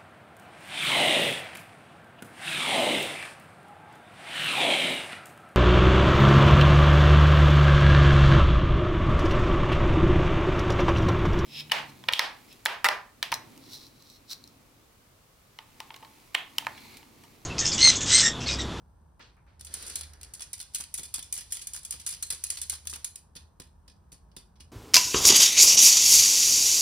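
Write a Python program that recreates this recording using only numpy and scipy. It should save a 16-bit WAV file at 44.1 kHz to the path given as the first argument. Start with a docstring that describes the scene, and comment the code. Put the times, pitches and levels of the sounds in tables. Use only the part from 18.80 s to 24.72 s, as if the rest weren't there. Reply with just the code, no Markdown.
"""A low hum and ventilation fill a quiet kitchen; egg shells crunch as their bowl is carried off.
Then a hand taps the steel rim of a flour sieve over a bowl. Each tap makes the loose mesh chatter
in its frame; some leave the rim ringing briefly. Flour hisses through the mesh.
The hand, and flour thrown against the rim, add dull knocks."""
import sys
import numpy as np
from scipy import signal
from scipy.fft import rfft, irfft, next_fast_len
from scipy.io import wavfile
from scipy.ndimage import uniform_filter1d

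SR = 44100
rng = np.random.default_rng(int(sys.argv[2]) if len(sys.argv) > 2 else 0)


def store_wav(level_fs):
    """Save 16-bit WAV to argv[1]."""
    pcm = np.round(np.clip(np.atleast_2d(level_fs), -1, 1) * 32767)
    wavfile.write(sys.argv[1], SR, pcm.T.astype(np.int16))


N = 260983

# hum envelope: t/s, level/dB
HUM_LEVEL = [(0.0, -70), (0.03, -60), (0.58, -73), (1.0, -54.5), (1.05, -63.5), (1.22, -50), (1.73, -74),
             (2.54, -61.5), (2.6, -114), (2.78, -68), (4.19, -53.5), (4.28, -71.5), (4.37, -62),
             (5.74, -67.5), (5.85, -56), (5.92, -83)]
# ventilation spectrum: f/Hz, density/dB
VENT_SPECTRUM = [(20, -30.5), (32, -17), (45, -2), (62, 0), (95, -7.5), (165, -14), (260, -22), (500, -25),
                 (700, -25.5), (930, -20.5), (1300, -30), (1750, -34.5), (2000, -44.5), (6000, -49),
                 (9000, -44.5), (14000, -53.5), (16600, -67.5)]
# rumble envelope: t/s, level/dB
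RUMBLE_LEVEL = [(0.0, -66), (0.64, -80), (1.02, -74.5), (2.41, -82), (3.4, -77), (4.25, -81), (4.61, -71),
                (5.92, -69)]
# rumble spectrum: f/Hz, density/dB
RUMBLE_SPECTRUM = [(80, -29.5), (120, -1.5), (170, 6.5), (220, 0.5), (320, -36.5)]
# shells shifting: t/s, level/dB, t60/s, treble/dB re level
CRUNCHES = [(0.3935, -51, 0.28, .5), (0.5656, -62, 0.23, -27), (0.6644, -65.5, 0.55, -7)]
# crunch body: f/Hz, density/dB
SHELL_SPECTRUM = [(300, -2.5), (800, -4.5), (1500, 0), (2500, -5.5), (4000, -35)]
# crunch treble: f/Hz, density/dB
SHELL_TREBLE_SPECTRUM = [(1500, -20), (2500, 1), (4400, 1.5), (6000, -8), (8000, -11), (11000, -37)]
# taps and rebounds: t/s, mesh level/dB, frame/dB re mesh, after-rattle/dB re contact
SIEVE_TAPS = [(.7932, -46.5, -9, -9), (0.809, -34.5, -6.5, -25.5), (.8465, -34, -17.5, -12),
              (0.867, -42, -2.5, -15), (0.9388, -18, -12.5, -25), (1.024, -29.5, -8.5, -19),
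              (1.064, -30.5, -18, -9), (1.0973, -29.5, -8.5, -18), (1.155, -17.5, -14, -19),
              (1.2085, -25, -5, -34), (1.2316, -36, -3, -20.5), (1.3328, -40.5, -6, -24),
              (1.411, -34, -9.5, -20), (1.43, -31, -7, -23), (1.5358, -27, -14, -18),
              (1.594, -38.5, -3.5, -18.5), (1.6049, -29.5, -9.5, -14.5), (1.62, -34, -15, -21),
              (1.7303, -22, -11.5, -20), (1.7783, -36.5, -12.5, -20.5), (1.79, -36, -12.5, -13.5),
              (1.8, -27.5, -3.5, -23.5), (1.811, -28, -8, -31), (1.8266, -33.5, -12.5, -28),
              (1.9356, -40, -12, -7.5), (1.9456, -15.5, -15, -17.5), (1.983, -31, -16.5, -7.5),
              (2.007, -28, -7.5, -24), (2.037, -31.5, -3.5, -27), (2.1397, -18, -15, -17.5),
              (2.174, -30, -22.5, -7.5), (2.185, -33, -19.5, -27), (2.1928, -27.5, -2.5, -34),
              (2.231, -28.5, -15.5, -10), (2.3394, -17.5, -14, -17.5), (2.3797, -34, -8.5, -25),
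              (2.39, -27, -5, -24), (2.425, -28, -12, -20), (2.5246, -14, -16.5, -26.5),
              (2.5378, -23.5, -20.5, -13), (2.564, -33, -3, -12.5), (2.5752, -22.5, -13.5, -20),
              (2.6064, -32, -10.5, -17), (2.7036, -48, -13.5, -0.5), (2.721, -18.5, -20, -13.5),
              (2.7484, -30, -14.5, -11), (2.768, -29, -5.5, -18), (2.814, -33.5, -14, -10),
              (2.8695, -20.5, -15, -21.5), (2.9335, -21, -17, -12), (2.962, -26.5, -10.5, -20),
              (3.0308, -38.5, -13, -25), (3.0484, -23.5, -17.5, -18), (3.107, -17, -15.5, -23.5),
              (3.1205, -29, -11.5, -12.5), (3.1363, -36, -7, -15.5), (3.1967, -37, -11.5, -11),
              (3.2625, -21, -15, -10), (3.272, -30.5, -17, -7), (3.2893, -24, -17, -11),
              (3.325, -28, -9, -15), (3.346, -37.5, -9, -34), (3.4246, -16.5, -18, -20.5),
              (3.5021, -15.5, -14.5, -18), (3.523, -28, -6.5, -20.5), (3.531, -35.5, -4, -26.5),
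              (3.6372, -16, -15.5, -21.5), (3.7012, -16, -16, -15.5), (3.77, -30.5, -10, -12),
              (3.8144, -18.5, -15.5, -19.5), (3.828, -35, -10, -25), (3.8958, -15, -11.5, -20.5),
              (3.918, -31, -22, -16), (3.933, -39.5, -9, -8), (4.0514, -41, -10.5, -14),
              (4.0705, -17, -11.5, -29), (4.096, -28.5, -17, -11), (4.1346, -30.5, -8, -12),
              (4.157, -27.5, -9, -36), (4.2436, -16.5, -15.5, -21.5), (4.3563, -25.5, -13.5, -24),
              (4.5522, -41.5, -8.5, -8.5), (4.5638, -39.5, 5, -26.5), (4.7984, -33, -7.5, -21),
              (5.0776, -47.5, -2, -13.5), (5.318, -41, -6.5, -16), (5.3262, -39, -13, -19.5),
              (5.514, -70, 1.5, -12), (5.5642, -31.5, -6.5, -19.5), (5.755, -71, 6.5, -12.5),
              (5.799, -57, 5, -18), (5.8036, -40.5, -6, -19)]
# mesh chatter: f/Hz, density/dB
MESH_SPECTRUM = [(3000, -32), (5500, -11.5), (7000, -0.5), (8600, -0.5), (10300, 4), (11400, -5.5),
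                 (12700, -9.5), (14000, -15.5), (15500, -24.5), (16600, -35)]
# frame chatter: f/Hz, density/dB
FRAME_SPECTRUM = [(600, -18.5), (1200, -10), (2400, -3), (3500, -0.5), (4700, 3), (6000, -2), (8000, -21)]
# hard first touch: f/Hz, density/dB
TICK_SPECTRUM = [(6000, -21.5), (10000, -7), (12500, 4), (15000, -6.5), (16600, -9.5)]
# short rings of frame and mesh: f/Hz, drive/dB, t60/s
CLINK_MODES = [(1420, -31, .04), (1650, -32, .04), (1940, -32, .04), (2450, -31, .04), (2950, -33, .035),
               (3330, -31, .04), (3480, -30, .05), (4150, -33, .06), (4480, -31, .04), (4660, -31, .035),
               (4900, -33, .035), (5190, -30, .045), (5470, -33, .03), (5980, -30, .035), (6770, -33, .03),
               (7710, -31, .025), (8510, -31, .03), (9380, -31, .035), (9950, -33, .025),
               (10200, -32, .025), (10600, -32, .025)]
# hand and flour hitting the rim: t/s, level/dB, thump/dB re level
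KNOCK_HITS = [(0.808, -49.5, -1.5), (1.21, -44, -22), (1.604, -42.5, -22), (1.734, -57, -17),
              (1.803, -50.5, -13), (1.946, -52.5, -19), (1.999, -46.5, -5), (2.006, -40.5, -30.5),
              (2.185, -39, -17.5), (2.193, -52, 7), (2.338, -72, -19), (2.382, -40, -9),
              (2.577, -44.5, -11), (2.766, -54, -14), (2.822, -55, -12), (2.947, -46, -34),
              (2.963, -45.5, -28), (3.137, -46, -4), (3.26, -62.5, -19), (3.327, -46, -8.5),
              (3.43, -50, -12.5), (3.506, -45.5, -10.5), (3.526, -40.5, -3), (3.701, -51, -21.5),
              (3.724, -46.5, -15), (3.781, -50, -16), (3.927, -39.5, -13), (4.053, -48, -16.5),
              (4.128, -38, -8.5), (4.159, -39, -23), (4.246, -52, -28), (4.559, -54.5, 7),
              (4.799, -42.5, -2.5), (5.082, -61, 3), (5.325, -60, 5), (5.566, -46.5, -0.5),
              (5.802, -57, 1.5)]
# dull contact: f/Hz, density/dB
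KNOCK_SPECTRUM = [(300, -13.5), (600, -5), (1200, 2), (1900, -2.5), (3000, -11)]
# flour-laden sieve body: f/Hz, drive/dB, t60/s
THUMP_MODES = [(172, 3, 0.045), (276, -1, 0.05), (372, -3, 0.066), (484, -4, 0.077)]
# flour flow envelope: t/s, level/dB
FLOUR_LEVEL = [(0.75, -105), (0.95, -49.5), (1.2, -53), (1.36, -73.5), (1.67, -66), (2.05, -66.5),
               (2.2, -64.5), (3.54, -59.5), (3.77, -57), (4.05, -67), (4.26, -64), (4.4, -95)]
# rustle envelope: t/s, level/dB
RUSTLE_LEVEL = [(0.75, -114), (0.9, -60.5), (1.08, -53), (1.228, -63), (1.66, -66.5), (1.75, -77)]
# rustle spectrum: f/Hz, density/dB
RUSTLE_SPECTRUM = [(150, -7), (400, -3.5), (1000, -10.5), (1700, -4), (2500, -18), (5000, -39)]
# steel hoop modes: f/Hz, t60/s
RIM_MODES = [(3475, .09), (4148, .2)]
# taps that ring the hoop: t/s, lower mode level/dB, upper mode level/dB
RIM_HITS = [(0.9404, -47, -70), (1.0646, -52, -70), (1.156, -49, -44), (1.2088, -70, -51),
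            (1.9792, -51, -70), (2.176, -45, -70), (2.2325, -47, -70), (2.3403, -44, -70),
            (2.4249, -46, -70), (2.5632, -48, -70), (2.7499, -47, -54), (2.8706, -50, -70),
            (3.4268, -70, -43), (3.5235, -49, -70), (3.6386, -70, -43), (3.7021, -70, -46),
            (3.8156, -45, -70), (3.8972, -70, -51), (4.0716, -50, -70), (4.2449, -70, -49)]
# sound reaching only one microphone port: f/Hz, power share/0-1
UNSHARED = [(30, .05), (60, .06), (150, .25), (330, .68), (700, .95), (1200, .9), (3000, .88), (5500, .85),
            (7000, .35), (9000, .18), (11600, .05), (13500, .25), (16000, .3)]
# right port response: f/Hz, gain/dB
RIGHT_EQ = [(2500, 0), (4500, 1), (6200, 5.5), (7000, 0)]

N_FFT = next_fast_len(N)
BIN_HZ = np.fft.rfftfreq(N_FFT, 1 / SR)


def amp(db):
    """Decibels to gain."""
    return 10 ** (np.asarray(db) / 20)


def unit_rms(x):
    """Scale to rms 1."""
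    return x / np.sqrt(np.mean(x ** 2) + 1e-20)


def envelope(rows):
    """Gain from t/s, level/dB rows; silent outside them."""
    t_s, db = np.transpose(rows)
    return amp(np.interp(np.arange(N) / SR, t_s, db, left=-140, right=-140))


def at_bins(rows):
    """Table interpolated over log frequency at each FFT bin."""
    f_hz, values = np.transpose(rows)
    return np.interp(np.log(np.maximum(BIN_HZ, 1)), np.log(f_hz), values)


def grains(spectrum, grit_db):
    """Two independent streams of tiny uneven impacts, coloured; rms 1."""
    size = amp(grit_db * np.minimum(rng.exponential(1, N), 5))
    impacts = size * rng.standard_normal((2, N))
    coloured = rfft(impacts, N_FFT) * amp(at_bins(spectrum))
    return unit_rms(irfft(coloured, N_FFT)[:, :N])


def clumps(corner_hz, spread_db):
    """Randomly wandering gain, rms 1."""
    pole = np.exp(-2 * np.pi * corner_hz / SR)
    wander = signal.lfilter([1], [1, -2 * pole, pole * pole], rng.standard_normal(N))
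    return unit_rms(amp(spread_db * np.clip(unit_rms(wander), -3, 2.5)))


def bursts(t_s, db, t60_s, rise_s):
    """Envelope that swells and decays at each time; powers add."""
    power, age_s = np.zeros(N), np.arange(SR // 2) / SR
    attack = 1 - np.exp(-(age_s / rise_s) ** 2)
    for start_s, level_db, fall_s in zip(t_s, db, np.broadcast_to(t60_s, len(t_s))):
        i = round(start_s * SR)
        shape = attack * amp(level_db - 60 * age_s / fall_s)
        power[i:i + len(age_s)] += shape[:N - i] ** 2
    return np.sqrt(power)


def ring(drive, f_hz, t60_s):
    """One damped mode."""
    r, w = amp(-60 / (t60_s * SR)), 2 * np.pi * f_hz / SR
    return signal.lfilter([0, np.sin(w)], [1, -2 * r * np.cos(w), r * r], drive + 1e-18)


def struck(t_s, db, f_hz, t60_s, p_in_phase):
    """A mode struck 1.8 ms after each time; the second channel's sign is random."""
    signs = np.stack([np.ones(len(t_s)), np.where(rng.random(len(t_s)) < p_in_phase, 1, -1)])
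    clicks = np.zeros((2, N))
    clicks[:, np.round((t_s + .0018) * SR).astype(int)] = amp(db) * signs
    return ring(clicks, f_hz, t60_s)


def hum(f_hz=76.2, t60_s=0.86):
    """Low wavering drone: noise twice through one resonance."""
    narrow = ring(ring(rng.standard_normal(N), f_hz, t60_s), f_hz, t60_s)
    even = narrow / np.sqrt(uniform_filter1d(narrow ** 2, size=SR // 12) + 1e-9)
    return envelope(HUM_LEVEL) * clumps(corner_hz=4.9, spread_db=3.0) * even


def ventilation(level_db=-59.5):
    """Steady, bass-heavy air noise."""
    return amp(level_db) * grains(VENT_SPECTRUM, grit_db=3.0)


def rumble():
    """Faint noise band near 170 Hz, drifting in level."""
    return envelope(RUMBLE_LEVEL) * grains(RUMBLE_SPECTRUM, grit_db=0.1)


def egg_shells():
    """Shells shift in their bowl: a firm crack, then a soft crunch."""
    t_s, db, t60_s, treble_db = np.transpose(CRUNCHES)
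    body = bursts(t_s, db, t60_s, rise_s=0.0038) * grains(SHELL_SPECTRUM, grit_db=3.0)
    crack = bursts(t_s, db + 2, t60_s=0.016, rise_s=0.0013) * grains(KNOCK_SPECTRUM, grit_db=-0.5)
    treble_gain = bursts(t_s, db + treble_db, 1.12 * t60_s, rise_s=0.012)
    return body + crack + treble_gain * grains(SHELL_TREBLE_SPECTRUM, grit_db=4.5)


def sieve_chatter(contact_t60_s=0.016, rattle_t60_s=0.17, direct_db=2, tick_db=-16):
    """Loose mesh and frame collide, rattle on and excite their short rings."""
    t_s, mesh_db, frame_re_mesh_db, rattle_db = np.transpose(SIEVE_TAPS)
    frame_db = mesh_db + frame_re_mesh_db
    slips = clumps(corner_hz=78, spread_db=4.0)
    mesh = bursts(t_s, mesh_db, contact_t60_s, rise_s=0.0021)
    mesh += slips * bursts(t_s, mesh_db + rattle_db, rattle_t60_s, rise_s=0.0049)
    frame = bursts(t_s, frame_db, contact_t60_s, rise_s=0.0027)
    frame += slips * bursts(t_s, frame_db + rattle_db + 5, rattle_t60_s, rise_s=0.0016)
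    chatter = mesh * grains(MESH_SPECTRUM, grit_db=0.5) + frame * grains(FRAME_SPECTRUM, grit_db=3.0)
    tick = bursts(t_s, mesh_db + tick_db, t60_s=0.024, rise_s=0.0006)
    sound = amp(direct_db) * chatter + tick * grains(TICK_SPECTRUM, grit_db=5.5)
    tap_index = np.searchsorted(t_s, np.arange(N) / SR)
    for f_hz, drive_db, t60_s in CLINK_MODES:
        coupling = rng.uniform(-.7, .7, len(t_s) + 1)   # new strength and sign per tap
        sound += ring(chatter * coupling[tap_index] * amp(drive_db), f_hz, t60_s)
    return sound


def knocks():
    """Hand and flour hit the rim: a dull knock over a thump, its modes mixed anew per hit."""
    t_s, db, thump_db = np.transpose(KNOCK_HITS)
    thump = 0
    for f_hz, drive_db, t60_s in THUMP_MODES:
        mix_db = rng.uniform(-8, 0, len(t_s))
        thump += struck(t_s, db + thump_db + drive_db + mix_db, f_hz, t60_s, p_in_phase=0.63)
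    soft_thump = signal.sosfilt(signal.butter(2, 600, fs=SR, output="sos"), thump)
    knock = bursts(t_s, db, t60_s=0.031, rise_s=0.001) * grains(KNOCK_SPECTRUM, grit_db=2.0)
    return knock + soft_thump


def flour():
    """Flour hisses through, coloured by mesh and frame."""
    hiss = grains(MESH_SPECTRUM, grit_db=-1.5) + 0.92 * grains(FRAME_SPECTRUM, grit_db=-2.0)
    return envelope(FLOUR_LEVEL) * hiss


def rustle():
    """Soft broad rustle as the shaking starts."""
    return envelope(RUSTLE_LEVEL) * grains(RUSTLE_SPECTRUM, grit_db=5.0)


def rim():
    """The tapped steel hoop rings in two clear modes."""
    t_s, *mode_db = np.transpose(RIM_HITS)
    return sum(struck(t_s, db, f_hz, t60_s, p_in_phase=0.76)
               for (f_hz, t60_s), db in zip(RIM_MODES, mode_db))


def kitchen_reverb(x, t60_s=0.28):
    """Diffuse reflections: convolution with dull, decaying noise."""
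    t_s = np.arange(SR // 2) / SR
    tail = rng.standard_normal((2, len(t_s))) * amp(-60 * t_s / t60_s) * (t_s > .004)
    tail = signal.lfilter([.45], [1, -.55], tail)   # low-pass
    tail /= np.sqrt(np.sum(tail ** 2, axis=1, keepdims=True))
    return signal.fftconvolve(x, tail, axes=1)[:, :N]


def scene():
    """Two channels of the same events; only the impacts reverberate."""
    beds = flour() + rustle() + rumble()
    impacts = sieve_chatter() + rim() + knocks() + egg_shells()
    return beds + impacts + amp(-10) * kitchen_reverb(impacts) + ventilation() + hum()


def record(dry):
    """Two microphone ports, alike in bass and treble, apart in the mids; the top is cut."""
    left_lag_s, cutoff_hz = .000214, 16640
    first, second = rfft(dry, N_FFT)
    unshared = at_bins(UNSHARED)
    right = (np.sqrt(1 - unshared) * first + np.sqrt(unshared) * second) * amp(at_bins(RIGHT_EQ))
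    lag_cycles = np.maximum(BIN_HZ * left_lag_s - 1, 0)   # above 4.7 kHz only
    left = first * np.exp(-2j * np.pi * lag_cycles)
    stereo = irfft(np.array([left, right]), N_FFT)[:, :N]
    return signal.sosfilt(signal.cheby2(24, 60, cutoff_hz, fs=SR, output="sos"), stereo)


dry = scene()
out = record(dry)
store_wav(out)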